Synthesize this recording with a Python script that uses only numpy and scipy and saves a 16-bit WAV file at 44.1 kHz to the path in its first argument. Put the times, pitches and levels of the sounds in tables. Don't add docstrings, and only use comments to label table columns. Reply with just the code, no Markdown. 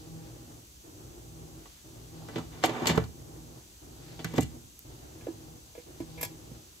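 import sys
import numpy as np
from scipy import signal
from scipy.fft import rfft, irfft
from scipy.io import wavfile

SR = 44100
rng = np.random.default_rng(int(sys.argv[2]) if len(sys.argv) > 2 else 0)


def file_out(sig):
    cols = np.atleast_2d(sig).T
    lim = np.clip(cols, -1, 1)
    pcm = np.round(lim * 32767).astype(np.int16)
    wavfile.write(sys.argv[1], SR, pcm)


N = 299880

# (frequency [Hz], relative level [dB], T60 [s])
LID_MODES = [(76.4, -10.5, 0.57), (111.6, -3.5, 0.27), (165.5, -6, 0.34), (210, -4.5, 0.112),
             (250.6, 2.5, 0.12), (288.4, 0, 0.14), (329.2, 4, 0.094), (445, 2.5, 0.1), (555, -2, 0.086),
             (628, -3.5, 0.094), (711, 0, 0.056), (772, -3, 0.13), (900, 0, 0.052), (1017, -6.5, 0.066),
             (1132, -6, 0.089), (1229, -12.5, 0.1), (1341, -5, 0.071), (1520, -3.5, 0.048),
             (1720, -4.5, 0.088), (1984, -3, 0.11), (2318, -2.5, 0.1), (2815, -5, 0.096), (2960, -8, 0.13),
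             (3150, -3, 0.05), (3540, -3, 0.063), (3980, -10.5, 0.098), (4410, -7.5, 0.13),
             (4580, -10, 0.043), (5000, -8, 0.084), (6410, -8.5, 0.053), (7300, -13, 0.096),
             (7930, -12, 0.049)]
# (frequency [Hz], relative level [dB])
PLASTIC_SPECTRUM = [(30, -15), (75, -26), (130, 6.5), (200, 8.5), (260, 3), (950, -0.5), (1280, -2),
                    (1900, 0), (3200, -1), (5000, -10), (7500, -9.5), (10000, -21), (13000, -18),
                    (16000, -36)]


def amp(db):
    return 10 ** (np.asarray(db) / 20)


def unit(x):
    return x / np.sqrt(np.mean(x ** 2) + 1e-20)


def read(points, hz):
    frequency, value = np.transpose(points)
    return np.interp(np.log(hz + 1), np.log(frequency + 1), value)


def bins(x):
    return np.fft.rfftfreq(x.shape[-1], 1 / SR)


def add(mix, start_s, sound):
    part = mix[:, round(start_s * SR):][:, :sound.shape[1]]
    part += sound[:, :part.shape[1]]


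def colour(x, spectrum):
    return irfft(rfft(x) * amp(read(spectrum, bins(x))), x.shape[-1])


def noise(density):
    return colour(rng.standard_normal(N), density) * np.sqrt(SR / 2)


def waver(bandwidth_hz):
    white = rng.standard_normal(N)
    return unit(irfft(rfft(white) * np.exp(-(bins(white) / bandwidth_hz) ** 2), N))


def damp(x, t60s, decay_scale=1):
    hz, t, spectra = signal.stft(x, SR, nperseg=128)
    t60 = np.maximum(decay_scale * read(t60s, hz)[:, None], 1e-3)
    return signal.istft(spectra * amp(-60 * t / t60), SR, nperseg=128)[1][:, :x.shape[1]]


def ears(pair):
    # (frequency [Hz], coherence [0-1])
    coherence = [(60, 1), (300, 0.83), (640, 0.76), (1400, 0.28), (4000, 0.3), (8000, 0.6), (15000, 1)]
    # (frequency [Hz], left minus right [dB])
    balance = [(60, 0.5), (250, -2.5), (600, -3.5), (1000, -3.5), (2000, -0.5), (5000, 3), (10000, -0.5)]
    # (frequency [Hz], lead of the left ear [rad])
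    phase_lead = [(60, 0), (500, .2), (1120, .7), (2000, .6), (2600, 4.4), (3500, 5.8), (6500, 6.8),
                  (9400, 9.4), (12100, 12.3), (16000, 14)]
    left, independent = rfft(pair)
    hz = bins(pair)
    alike = np.clip(read(coherence, hz), 0, 1)
    tilt_db = read(balance, hz) / 2
    right = (alike * left + np.sqrt(1 - alike ** 2) * independent) * np.exp(-1j * read(phase_lead, hz))
    return irfft(np.array([left * amp(tilt_db), right * amp(-tilt_db)]), pair.shape[1])


def room_tone():
    # (frequency [Hz], in-phase density [dB re 1/Hz], antiphase density [dB re 1/Hz])
    floor = [(25, -98, -104), (56.7, -74, -87), (107, -85, -100), (352, -92.5, -99), (600, -102.5, -104),
             (980, -106, -104), (1330, -105, -102), (1910, -108, -105), (2860, -101, -101),
             (5500, -100.5, -99.5), (5950, -94, -100), (8340, -99.5, -99), (9420, -111, -91.5),
             (12430, -101.5, -110), (14800, -104.5, -111), (15800, -112, -115)]
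    floor = np.array(floor)
    common, opposed = noise(floor[:, :2]), noise(floor[:, ::2])
    return np.array([common + opposed, common - opposed])


def motor(start_speed=.8, spin_up_s=.06, slowing_per_s=.7, swell_s=0.16, swell_db=8.5):
    # (start [s], powered time [s], delay of the hum's peak [s], hum gain at the peak [dB])
    strokes = [(-.17, 0.75, 0.36, 2.5), (.836, 0.75, 0.59, -1), (1.842, 0.85, 0.38, 1.5),
               (2.83, 0.73, 0.52, -1.5), (3.816, .76, 0.42, 4.5), (4.845, 0.72, 0.65, -3),
               (5.86, 0.7, 0.3, 1.5)]
    # (frequency [Hz], base level [dB])
    mains_tones = [(60, -61.5), (119, -57.5), (240, -64.5)]
    # (frequency [Hz], base level [dB])
    rotor_tones = [(160, -52.5), (319, -60.5), (482, -67.5), (755, -78.5), (802, -67.5), (960, -85.5),
                   (1122, -79)]
    # (frequency [Hz], base density [dB re 1/Hz])
    churn_spectrum = [(25, -102), (55, -78), (130, -73.5), (195, -90.5), (250, -84), (325, -74.5),
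                      (420, -85.5), (600, -90.5), (800, -95), (1100, -100), (2000, -108), (4000, -120)]
    t = np.arange(N) / SR
    strokes = np.array(strokes)
    current = np.maximum(np.searchsorted(strokes[:, 0], t) - 1, 0)
    start, powered, peak_at, peak_db = strokes[current].T
    age = t - start
    coasting = np.maximum(age - powered, 0)
    speed = 1 - (1 - start_speed) * np.exp(-age / spin_up_s) - slowing_per_s * coasting
    drive = np.clip(age / .005, 0, 1) * amp(-114 * coasting)
    rotor_time = np.cumsum(speed * (1 + 0.00692 * waver(10.5))) / SR
    left_lead_rad = np.array([[1.0], [0]])
    swell = amp(peak_db + swell_db * (np.exp(-((age - peak_at) / swell_s) ** 2) - 1))
    mains = sum(amp(db + 2.5 * waver(5)) * np.sin(2 * np.pi * hz * t) for hz, db in mains_tones)
    rotor = sum(amp(db + 2.5 * waver(5)) * np.sin(2 * np.pi * hz * rotor_time + left_lead_rad)
                for hz, db in rotor_tones)
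    hum = np.sqrt(2) * (mains + swell * rotor) * drive * amp(80 * (speed - 1))
    wide = colour(noise(churn_spectrum), [(100, -11.5), (330, -7.5), (650, 3.0)])
    churn = (noise(churn_spectrum) + np.array([wide, -wide])) * amp(1.5 * waver(16))
    return hum + churn * np.maximum(drive, amp(-27))


def kitchen(x, build_up_s=0.012):
    # (frequency [Hz], T60 [s])
    room_t60 = [(100, 0.63), (500, 0.12), (2000, 0.31), (8000, 0.27), (15000, 0.15)]
    t = np.arange(SR // 2) / SR
    tail = damp(rng.standard_normal((2, len(t))), room_t60)
    tail *= 1 - np.exp(-(t / build_up_s) ** 2)
    return signal.oaconvolve(x, tail / np.linalg.norm(tail[0]), axes=1)[:, :N]


def slips(shape, per_s, uneven_db):
    impulses = (rng.random(shape) < per_s / SR) * rng.choice([-1, 1], shape)
    return impulses * amp(uneven_db * np.minimum(rng.exponential(1, shape), 3))


def hand_rub(shifting_db=3.0):
    # (time [s], level [dB])
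    rubbing = [(0, -62.5), (.3, -62), (.7, -74), (1.1, -74), (1.45, -78), (1.66, -61.5), (1.85, -69.5),
               (2.2, -59.5), (2.6, -63), (3.2, -97), (3.55, -61), (3.9, -66), (4.2, -56.5), (4.6, -83),
               (5.0, -63.5), (5.25, -61.5), (5.6, -68.5), (6.1, -60.5), (6.35, -65.5), (6.5, -64),
               (6.8, -68.5)]
    # (frequency [Hz], relative level [dB])
    skin_spectrum = [(30, -20), (500, 6), (1000, -1.5), (2000, -4.5), (3000, -3.5), (4700, -1), (6500, -16),
                     (9000, -36), (16000, -19)]
    out, edges_hz = np.zeros((2, N)), np.geomspace(600, 12000, 5)
    for band in zip(edges_hz, edges_hz[1:]):
        bandpass = signal.butter(2, band, "band", fs=SR, output="sos")
        grains = signal.sosfilt(bandpass, slips((2, N), per_s=2500, uneven_db=3.5))
        out += grains * amp(shifting_db * waver(7.5))
    envelope = amp(np.interp(np.arange(N) / SR, *np.transpose(rubbing)))
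    return unit(ears(colour(out, skin_spectrum))) * envelope


def seal_snap(start_s=4.7922, decay_s=.0004):
    # (frequency [Hz], initial level [dB])
    partials = [(7800, -44), (10300, -49), (12800, -29), (15000, -42)]
    t, out = np.arange(SR // 100) / SR, np.zeros((2, N))
    tones = sum(amp(db) * np.sin(2 * np.pi * hz * t) for hz, db in partials)
    add(out, start_s, np.tile(tones * np.exp(-t / decay_s), (2, 1)))
    return out


def rim_ring():
    # (frequency [Hz], relative level [dB], T60 [s])
    rim_modes = [(1994, -1, 0.15), (3260, -5, .2), (3260, -6, 0.09), (4237, -4, 0.13), (5950, -11, .16),
                 (7200, -3, .065), (12190, -7, 0.097)]
    t = np.arange(SR // 3) / SR
    hz, db, t60 = np.transpose(rim_modes)[:, :, None]
    signs = rng.choice([-1, 1], (2, len(rim_modes), 1))
    pair = ears((signs * amp(db - 60 * t / t60) * np.sin(2 * np.pi * hz * t)).sum(1))
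    return pair / np.sqrt(np.sum(pair ** 2) / 2)


def tab_scrapes(catches_per_s=1100, catch_s=0.00037, release_s=.005, rim_db=-5):
    # (start [s], duration [s], level [dB])
    scrapes = [(2.643, .017, -42), (2.662, .035, -54), (2.873, 0.011, -34), (2.879, 0.04, -45),
               (2.955, .012, -47), (4.355, .02, -47.5), (4.404, 0.007, -43), (4.417, 0.019, -48)]
    # (frequency [Hz], relative level [dB])
    grit_spectrum = [(30, -40), (2000, -20), (4500, -3), (7500, 7), (9500, -11), (12000, -3), (16000, -14)]
    out, t = np.zeros((2, N)), np.arange(SR // 8) / SR
    for start, duration, db in scrapes:
        catches = (rng.random(len(t)) < catches_per_s / SR) * rng.uniform(.5, 1, len(t))
        force = signal.lfilter([1], [1, -np.exp(-1 / (SR * catch_s))], catches)
        force *= np.exp(-np.maximum(t - duration, 0) / release_s)
        grit = ears(colour(force * rng.standard_normal((2, len(t))), grit_spectrum))
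        steel = signal.fftconvolve(force[None] * rng.standard_normal(len(t)), rim_ring(), axes=1)
        for part, part_db in [(grit, db), (steel, db + rim_db)]:
            rms = np.sqrt((np.sum(part ** 2) + 1e-20) / (2 * duration * SR))
            add(out, start, amp(part_db) * part / rms)
    return out


def body_ring(modes, dense_spectrum, decay_scale, dense_db, spot_hz=None):
    # (frequency [Hz], T60 [s])
    dense_t60 = [(100, 0.19), (400, 0.14), (1500, 0.069), (5000, 0.11), (14000, 0.055)]
    t = np.arange(SR // 4) / SR
    hz, db, t60 = np.transpose(modes)[:, :, None]
    scatter_db, detune, polarity = rng.standard_normal((3, 2, len(modes), 1))
    if spot_hz:
        db = db + 6 * np.exp(-(np.log(hz / spot_hz) / 0.14) ** 2)
    decay = amp(db + scatter_db - 60 * t / (t60 * decay_scale))
    alternating = (-1) ** np.arange(len(modes))[:, None]
    signs = np.array([alternating, np.sign(polarity[1])])
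    distinct = (signs * decay * np.sin(2 * np.pi * hz * (1 + 0.0064 * detune) * t)).sum(1)
    dense = ears(colour(rng.standard_normal((2, len(t))), dense_spectrum))
    dense = damp(dense, dense_t60, decay_scale)
    taper = np.minimum(1, (t[-1] - t) / t[-1] * 2)
    return (unit(ears(distinct)) + amp(dense_db) * unit(dense)) * taper


def push(start, duration, fall_db_per_s, grip_s=0.012):
    age = np.arange(N) / SR - start
    return np.clip(age / grip_s, 0, 1) * amp(-np.clip(fall_db_per_s * (age - duration), 0, 120))


def lug_grind(lug_detune=0.021, split_hz=1500):
    # (start [s], duration [s], low grind level [dB], high rasp level [dB])
    pushes = [(2.321, 0.074, -47, -56), (2.508, 0.22, -51, -58), (2.621, 0.038, -36.5, -38.5),
              (2.656, 0.24, -34, -48), (2.858, 0.04, -29, -31.5), (2.919, 0.062, -33.5, -46),
              (4.245, 0.076, -52.5, -52), (4.343, 0.048, -47, -46), (4.47, 0.064, -61.5, -78)]
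    out = np.zeros((2, N))
    grind = np.max([amp(db) * push(start, duration, 272) for start, duration, db, _ in pushes], axis=0)
    rasp = np.max([amp(db) * push(start, duration, 348) for start, duration, _, db in pushes], axis=0)
    pressure = amp(-0.85 * waver(25))
    loads = amp([3 * waver(18) for _ in range(3)])
    loads /= np.linalg.norm(loads, axis=0)
    # (frequency [Hz], gain [dB])
    force_spectrum = [(60, -19), (130, -3), (240, 0), (330, -2.5), (480, 0), (800, -0.5), (1100, 5),
                      (1400, 0.5), (4000, -0.5), (7000, 0), (16000, -8)]
    for load, pitch in zip(loads, [1 - lug_detune, 1, 1 + lug_detune]):
        modes = np.array(LID_MODES) * [pitch, 1, 1]
        for envelope, band in [(grind, "low"), (rasp, "high")]:
            friction = unit(slips(N, per_s=520, uneven_db=2.0))
            force = colour(friction * envelope * pressure * load, force_spectrum)
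            ring = body_ring(modes, PLASTIC_SPECTRUM, decay_scale=0.91, dense_db=-3)
            response = signal.sosfilt(signal.butter(2, split_hz, band, fs=SR, output="sos"), ring)
            response = unit(response) / np.sqrt(response.shape[1])
            out += signal.oaconvolve(force[None], response, axes=1)[:, :N]
    return out


def thud(spot_hz, t, decay_cycles=1.14):
    cycles = spot_hz * t
    return np.sin(2 * np.pi * cycles) * np.exp(-cycles / decay_cycles)


def crack(decay_s=0.0038, rim_db=-7):
    # (frequency [Hz], relative level [dB])
    burst_spectrum = [(30, -43.5), (1000, -20), (4500, 5), (8500, 8), (10000, -5), (13000, 3), (16000, -10)]
    t = np.arange(SR // 3) / SR
    burst = unit(ears(colour(rng.standard_normal((2, len(t))), burst_spectrum))) * np.exp(-t / decay_s)
    return burst + amp(rim_db) * np.linalg.norm(burst[0]) * rim_ring()


def contact(tap, weight, hardness, spot_hz, edge_hz, edge_db, pivot_hz=745, full_weight_hz=132.5):
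    size = 2 ** 14
    hz = abs(np.fft.fftfreq(size, 1 / SR)) + 1
    octaves = np.log2(np.maximum(hz, full_weight_hz) / pivot_hz)
    tilt_db = weight * np.maximum(-octaves, 0) + hardness * np.maximum(octaves, 0)
    spot_lift_db = 4 * np.exp(-(np.log2(hz / spot_hz) / 0.59) ** 2)
    edge_lift_db = edge_db * np.exp(-(np.log2(hz / edge_hz) / 0.54) ** 2)
    low_cut = 1 / (1 + (62.5 / hz) ** 4)
    gain = amp(tilt_db + spot_lift_db + edge_lift_db) * low_cut
    causal = np.exp(np.conj(signal.hilbert(np.log(np.maximum(gain, 1e-3)))))
    return irfft(rfft(tap, size) * causal[:size // 2 + 1], size)[:, :tap.shape[1]]


def impacts(blows, modes, dense_spectrum, dense_db, rise_s, thud_db):
    out = np.zeros((2, N))
    onset = SR // 50
    for start, db, weight, hardness, decay_scale, spot_hz, edge_hz, edge_db, crack_db in blows:
        tap = body_ring(modes, dense_spectrum, decay_scale, dense_db, spot_hz)
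        t = np.arange(tap.shape[1]) / SR
        tap += amp(thud_db) * np.std(tap[:, :onset]) * thud(spot_hz, t)
        tap *= 1 - np.exp(-t / (rise_s * decay_scale))
        tap = contact(tap, weight, hardness, spot_hz, edge_hz, edge_db)
        add(out, start, amp(db) * tap / np.sqrt(np.mean(tap[:, :onset] ** 2)))
        add(out, start, amp(crack_db) * crack())
    return out


def liner_bumps():
    # (time [s], level [dB], weight [dB/octave of bass], hardness [dB/octave of treble],
    # decay scale [ratio], spot frequency [Hz], edge frequency [Hz], edge lift [dB], crack level [dB])
    bumps = [(5.208, -57.5, -4, -2, 1, 1696, 2600, 8, -70),
             (5.268, -36.5, -4.5, -12, 0.49, 570, 950, -4.5, -66),
             (5.281, -34.5, -3, -12.5, 1.1, 325, 315, 4, -68),
             (5.750, -49, -10, -5, 1.2, 490, 2200, 0, -70),
             (5.777, -43.5, 3, -4.5, 1.48, 493, 2000, 10.5, -70),
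             (6.001, -34.5, 6.5, -4, 1.2, 304, 700, 3.5, -66),
             (6.175, -47.5, -5, -4, 3.1, 2144, 2400, 5, -70),
             (6.2098, -37, -5, 2.2, 1.26, 1720, 1240, 6, -53),
             (6.2285, -31.5, -2, 1.2, 0.85, 970, 2300, 1.5, -50),
             (6.248, -41.5, -25, 2, 0.78, 4470, 1300, 8, -46),
             (6.516, -46, 10.5, -2, 0.23, 288, 3400, -7, -70)]
    # (frequency [Hz], relative level [dB], T60 [s])
    liner_modes = [(276, 2.5, 0.081), (334, 4.5, 0.1), (486, 9, 0.07), (648, 2.5, 0.066), (813, -16, 0.036),
                   (976, -1.5, 0.13), (1687, -4, 0.13), (2115, -2.5, 0.09), (2246, -2.5, 0.12),
                   (2390, 1.5, 0.1), (2650, -0.5, 0.09), (3270, -4, 0.13), (3400, -10, 0.21),
                   (3650, -12, 0.12), (4090, -12, 0.16), (4538, -19, 0.17), (5100, -5, 0.12),
                   (5740, -16, 0.11), (7640, 3, 0.092), (8829, -2, 0.066), (10960, 7, 0.065),
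                   (12200, -9, 0.077), (13130, -10, 0.08)]
    # (frequency [Hz], relative level [dB])
    steel_spectrum = [(30, -11), (150, -2), (500, -2.5), (1300, -6), (4000, -7), (7500, -3), (10000, -10),
                      (12200, 5.5), (13500, -8), (15000, -6), (16000, -11)]
    return impacts(bumps, liner_modes, steel_spectrum, dense_db=-0.5, rise_s=0.0014, thud_db=-5)


def lid_knocks():
    # (time [s], level [dB], weight [dB/octave of bass], hardness [dB/octave of treble],
    # decay scale [ratio], spot frequency [Hz], edge frequency [Hz], edge lift [dB], crack level [dB])
    knocks = [(1.656, -53, -7, -3, 1.05, 1135, 2000, 1, -68), (2.286, -43, 3, -2, 2, 885, 1410, 7, -50),
              (2.358, -31.5, 2.5, -1, 1.66, 397, 3423, 3, -58),
              (2.382, -35, 4, 1.5, 1, 219, 1120, 15.5, -54),
              (2.6378, -20.5, -2.5, 0, 0.51, 583, 910, 9.5, -37),
              (2.6445, -27.5, -7, -0.5, 0.87, 320, 1990, 3.5, -47),
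              (2.653, -36, -6, -2, 0.49, 304, 564, 11, -35),
              (2.659, -39.5, 1, 1, 0.36, 620, 10000, 24, -35),
              (2.694, -34.5, -6, -1.5, 0.96, 320, 800, 5, -70),
              (2.820, -30.5, 2, -7, 1.2, 317, 420, 2, -65), (2.857, -31, -3, 0, 0.49, 170, 560, 4, -44),
              (2.8705, -26, -12, 3, 0.79, 6700, 3300, 0.5, -26),
              (2.8965, -22.5, 3, 0, 0.87, 181, 574, 3, -43),
              (2.9755, -24.5, 4, -2, 0.67, 114, 1160, 11, -40),
              (2.9775, -22.5, 0.5, -7, 0.32, 490, 1200, 10.5, -44),
              (3.039, -48, 9, 4.5, 0.54, 4400, 1400, 9, -63),
              (4.192, -41.5, 2, -2, 1.7, 3540, 2330, 0, -68),
              (4.245, -31.5, 3.5, 2, 0.93, 153, 1530, 10.5, -34),
              (4.3375, -34.5, 5.5, -2, 1.4, 500, 1110, 5.5, -46),
              (4.381, -19.5, 2.5, -4.5, 0.5, 278.5, 400, 0.5, -35.5),
              (4.3838, -28, -3.5, -5.5, 0.67, 706, 378, 6, -50),
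              (4.408, -41.5, 2, 6.5, 0.93, 7400, 10000, 9, -48),
              (4.422, -45, 0, 3.5, 1.2, 2550, 7000, -1, -52),
              (4.431, -34.5, 13.5, 5, 0.3, 8000, 10000, 11, -47)]
    return impacts(knocks, LID_MODES, PLASTIC_SPECTRUM, dense_db=-4.0, rise_s=0.0001, thud_db=2.5)


def scene(room_db=-18):
    lid = lid_knocks() + liner_bumps() + lug_grind() + tab_scrapes() + seal_snap() + hand_rub()
    return lid + amp(room_db) * kitchen(lid) + motor() + room_tone()


def record(dry, cutoff_hz=15800):
    lowpass = signal.firwin(511, cutoff_hz, window=("kaiser", 9), fs=SR)
    return signal.oaconvolve(dry, lowpass[None], "same", axes=1)


dry = scene()
out = record(dry)
file_out(out)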